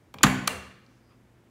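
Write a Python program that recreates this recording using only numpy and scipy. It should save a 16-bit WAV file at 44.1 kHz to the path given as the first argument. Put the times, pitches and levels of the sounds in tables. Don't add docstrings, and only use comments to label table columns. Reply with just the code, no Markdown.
import sys
import numpy as np
from scipy import signal
from scipy.fft import rfft, irfft
from scipy.io import wavfile

SR = 44100
rng = np.random.default_rng(int(sys.argv[2]) if len(sys.argv) > 2 else 0)


def output_pcm(signal):
    pcm = np.clip(np.atleast_2d(signal).T, -1, 1) * 32767
    wavfile.write(sys.argv[1], SR, np.round(pcm).astype(np.int16))


N = 66150

# frequency in Hz, relative level in dB per Hz.
AIR_SPECTRUM = [(20, -36.5), (35, -15.5), (55, -0.5), (120, -3), (220, -2.5), (370, -7.5), (600, -12),
                (1100, -17.5), (2000, -20), (4000, -30), (8000, -33.5), (15500, -39.5)]
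# frequency in Hz, level in dB.
HUM_PARTIALS = [(59.2, -78), (118.6, -62.5), (247, -69.5), (345, -70.5)]

# start in seconds, strength in dB, tilt in dB per octave, roll-off in Hz.
GRIP_CONTACTS = [(.1408, -23.5, 5.5, 15600), (.1428, -17.5, -6, 1786), (.1853, -18, 4, 3800),
                 (.2078, -29.5, -11.5, 2500), (.2112, -25.5, -8.5, 3500)]
STROKE_CONTACTS = [(.2313, -12, 6, 16000), (.2324, -0.5, 5.5, 16000), (.2338, -3, -3.5, 16000),
                   (.2349, 6, 0, 14000), (.2381, -11, -4, 16000), (.2413, -6, -0.5, 16000),
                   (.2438, -14, 2, 16000), (.2453, -7, -6.5, 2400)]
REBOUND_CONTACTS = [(.2670, -2, 0, 4567)]
RELEASE_CONTACTS = [(.4738, -10, 5.5, 10000), (.4760, 5, 4, 14000), (.4776, 5, 0, 14000),
                    (.4806, -11, 10, 4500)]
# frequency in Hz, relative level in dB, t60 in seconds.
LOOSE_STAPLER_MODES = [(1130, -16, 0.011), (2365, -17.5, .013), (3300, -19, .012), (4600, -27, .01),
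                       (7350, -30, .009)]
TABLE_MODES = [(58, -36, 0.34), (109, -31, 0.37), (132.6, -29, 0.45), (151.7, -21.5, .25),
               (194.2, -26, 0.75), (214.3, -14, 0.083), (256.74, -25, .5), (291, -11.5, 0.044),
               (381, -36.5, .3)]
CLOSED_BODY_MODES = [(800, -32, 0.017), (1062, -27.5, 0.085), (1144, -23, .04), (1211, -26, .06),
                     (1499, -24, 0.054), (1730, -29.5, .025), (2209, -17.5, .025), (2600, -27.5, .02),
                     (3250, -27.5, .015), (4032, -33.5, 0.035), (4520, -19.5, 0.021), (7150, -18, .008),
                     (9500, -30.5, 0.0092), (11220, -30, 0.022)]
BASE_MODES = [(1120, -28.5, 0.024), (1707, -12, 0.016), (2230, -19.5, 0.017), (3322, -30.5, 0.02)]
ARM_MODES = [(1097, -35, 0.024), (1206, -20.5, 0.018), (1387, -23, 0.017), (1610, -30, 0.005),
             (2328, -37, 0.061), (2746, -30.5, 0.037), (3194, -38.5, 0.049), (4370, -28, 0.011),
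             (6460, -20, 0.0037), (8370, -32, 0.01567), (9400, -40.5, 0.023)]
# frequency in Hz, relative level in dB per Hz, t60 in seconds.
LIGHT_RASP = [(100, -28.5, .03), (503, -19, .03), (1511.6, -14.5, 0.02), (3500, -15.5, 0.042),
              (6000, -20, 0.022), (9500, -30.5, 0.017), (15270, -28.5, 0.018)]
STROKE_RASP = [(100, -25, .03), (450, -16.5, 0.029), (850, -5.5, .035), (1800, -6, 0.045),
               (3400, -9.5, 0.047), (5500, -14.5, 0.021), (6900, -15.5, 0.059), (8060, -20, 0.031),
               (11400, -21.5, .024), (15500, -19, 0.008)]
ARM_RASP = [(99.3, -60, .02), (433, -22, 0.045), (800, -10.5, 0.0057), (1220, -13.5, 0.032),
            (3100, -12, 0.0077), (6170, -20, 0.011), (9100, -22, 0.0092), (15500, -32.5, 0.023)]
# start in seconds, strength in dB.
TABLE_PUSHES = [(0.141, -27), (.206, -31.5), (.2335, 4), (.477, -29)]

# frequency in Hz, energy in dB, t60 in seconds.
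NEAR_SURFACES = [(99.7, -21, .1), (1200, -16.5, 0.24), (5000, -13.5, 0.15), (15500, -9.5, 0.16)]
ROOM_REVERB = [(60, 0.5, 0.89), (200, -11.5, 1), (447, 7, 0.65), (810, -1, 0.52), (1200, -8, 0.72),
               (1920, -3.5, 0.76), (2500, -4.5, 0.66), (3440, -9.5, .76), (4400, -13.5, .76),
               (7000, -10.5, 0.51), (9500, -9, 0.44), (12500, -14, .48), (15500, -13, .42)]
# middle in seconds, half length in seconds, level in dB,
# centre in Hz, half width in octaves.
HAND_RUBS = [(.185, .03, -58, 90, .2), (0.24, 0.036, -53, 2650, 0.44), (0.572, 0.1, -49.5, 81.1, 0.202),
             (0.865, 0.0016, -59, 4530, 0.21), (.918, 0.0089, -63, 1040, 0.17),
             (0.94, 0.099, -76.5, 5400, 0.42), (1.117, 0.031, -66.5, 1100, 0.16),
             (1.119, 0.03, -71.5, 2600, 0.35), (1.102, 0.072, -78, 4900, 0.055)]

LN_1000 = np.log(1000)


def amp(db):
    return 10 ** (np.asarray(db) / 20)


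def read(rows, hz, column=1):
    rows = np.array(rows, float)
    return np.interp(np.log(hz + 1), np.log(rows[:, 0] + 1), rows[:, column])


def add(mix, start_s, sound):
    part = mix[round(start_s * SR):][:len(sound)]
    part += sound[:len(part)]


def ring(modes, t):
    return sum((-1) ** k * amp(db) * np.exp(-LN_1000 * t / t60) * np.sin(2 * np.pi * hz * t)
               for k, (hz, db, t60) in enumerate(modes))


def dying_noise(bands, t):
    hz = np.fft.rfftfreq(len(t), 1 / SR)
    white = np.exp(2j * np.pi * rng.random(len(hz))) * np.sqrt(len(t))
    centres = np.geomspace(40, 16000, 28)
    out = np.zeros(len(t))
    for centre, share in zip(centres, np.eye(len(centres))):
        band = irfft(white * np.interp(hz, centres, share) * amp(read(bands, hz)), len(t))
        out += band * np.exp(-LN_1000 * t / read(bands, centre, column=2))
    return out


def even_rasp(bands, t):
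    hz = np.fft.rfftfreq(len(t), 1 / SR)
    level = amp(read(bands, hz)) * np.sqrt(read(bands, hz, column=2) * SR / (2 * LN_1000))
    phase = np.angle(rfft(dying_noise(bands, t)))
    return irfft(level * np.exp(1j * phase), len(t)) * (1 - t / t[-1]) ** 2


def brighten(x, tilt_db, corner_hz, pivot_hz=2500):
    hz = np.clip(abs(np.fft.fftfreq(len(x), 1 / SR)), 800, 16000)
    gain = amp(tilt_db * np.log2(hz / pivot_hz)) / np.hypot(1, (hz / corner_hz) ** 2)
    minimum_phase = np.exp(np.conj(signal.hilbert(np.log(gain))))
    return np.fft.ifft(np.fft.fft(x) * minimum_phase).real


def contacts(rows, modes, rasp, directions=4, rise_s=0.0003):
    out, t = np.zeros((directions, N)), np.arange(4096) / SR
    for k, (start_s, db, tilt_db, corner_hz) in enumerate(rows):
        click = (ring(modes, t) + even_rasp(rasp, t)) * (1 - np.exp(-t / rise_s))
        add(out[k % directions], start_s, amp(db) * brighten(click, tilt_db, corner_hz))
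    return out


def room_tone(air_db=-61):
    t, hz = np.arange(N) / SR, np.fft.rfftfreq(N, 1 / SR)
    air = irfft(rfft(rng.standard_normal(N)) * amp(read(AIR_SPECTRUM, hz)), N)
    hum = sum(amp(db) * np.sin(2 * np.pi * (f * t + rng.random())) for f, db in HUM_PARTIALS)
    return amp(air_db) * air / air.std() + hum


def grip_ticks():
    return contacts(GRIP_CONTACTS, LOOSE_STAPLER_MODES, LIGHT_RASP)


def table_boom(rise_s=0.0046):
    out, t = np.zeros(N), np.arange(N) / SR
    boom = ring(TABLE_MODES, t) * (1 - np.exp(-(t / rise_s) ** 2))
    for start_s, db in TABLE_PUSHES:
        add(out, start_s, amp(db) * boom)
    return out


def reflections(bands, delay_s, rise_s, samples):
    t = np.arange(samples) / SR
    starts = [(hz, db + 10 * np.log10(2 * LN_1000 / (t60 * SR)), t60) for hz, db, t60 in bands]
    swell = 1 - np.exp(-np.maximum(t - delay_s, 0) / rise_s)
    return dying_noise(starts, t) * swell


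def room(x):
    tail = reflections(ROOM_REVERB, delay_s=0.008, rise_s=0.0029, samples=40960)
    add(tail, 0, reflections(NEAR_SURFACES, delay_s=0.024, rise_s=0.00087, samples=8192))
    return signal.fftconvolve(x, tail)[:N]


def hand_rubs():
    t, hz, out = np.arange(N) / SR, np.fft.rfftfreq(N, 1 / SR), np.zeros(N)
    for middle_s, half_s, db, centre_hz, octaves in HAND_RUBS:
        band = 1 / (1 + (np.log2((hz + 1) / centre_hz) / octaves) ** 2)
        hiss = irfft(rfft(rng.standard_normal(N)) * band, N)
        swell = np.exp(-((t - middle_s) / half_s) ** 2)
        out += amp(db) * hiss / hiss.std() * swell
    return out


def stroke_clack():
    stroke = contacts(STROKE_CONTACTS, CLOSED_BODY_MODES, STROKE_RASP)
    return stroke + contacts(REBOUND_CONTACTS, BASE_MODES, LIGHT_RASP)


def staple_zing(start_s=0.2323, start_hz=6724, hz_per_s=200000, db=-3.5, rise_s=0.0008, t60_s=0.016):
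    t = np.maximum(np.arange(N) / SR - start_s, 0)
    envelope = (1 - np.exp(-t / rise_s)) * np.exp(-LN_1000 * t / t60_s)
    cycles = start_hz * t + hz_per_s * t ** 2 / 2
    return amp(db) * envelope * np.sin(2 * np.pi * cycles)


def arm_release():
    return contacts(RELEASE_CONTACTS, ARM_MODES, ARM_RASP)


def scene():
    clack, release, ticks = stroke_clack(), arm_release(), grip_ticks()
    boom, zing = table_boom(), staple_zing()
    direct = (clack + release + ticks).sum(0) + boom + zing + hand_rubs()
    radiated = clack + amp(0.5) * release + amp(1.5) * ticks
    radiated[0] += amp(-2.5) * boom + amp(-6) * zing
    reverb = sum(room(direction) for direction in radiated)
    return (direct + reverb + room_tone())[None]


def record(dry, low_cut_hz=14, top_hz=15800):
    heard = signal.sosfilt(signal.butter(2, low_cut_hz, "high", fs=SR, output="sos"), dry)
    lowpass = signal.firwin(301, top_hz, window=("kaiser", 9), fs=SR)
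    return signal.oaconvolve(np.clip(heard, -1, 1), lowpass[None], "same")


dry = scene()
out = record(dry)
output_pcm(out)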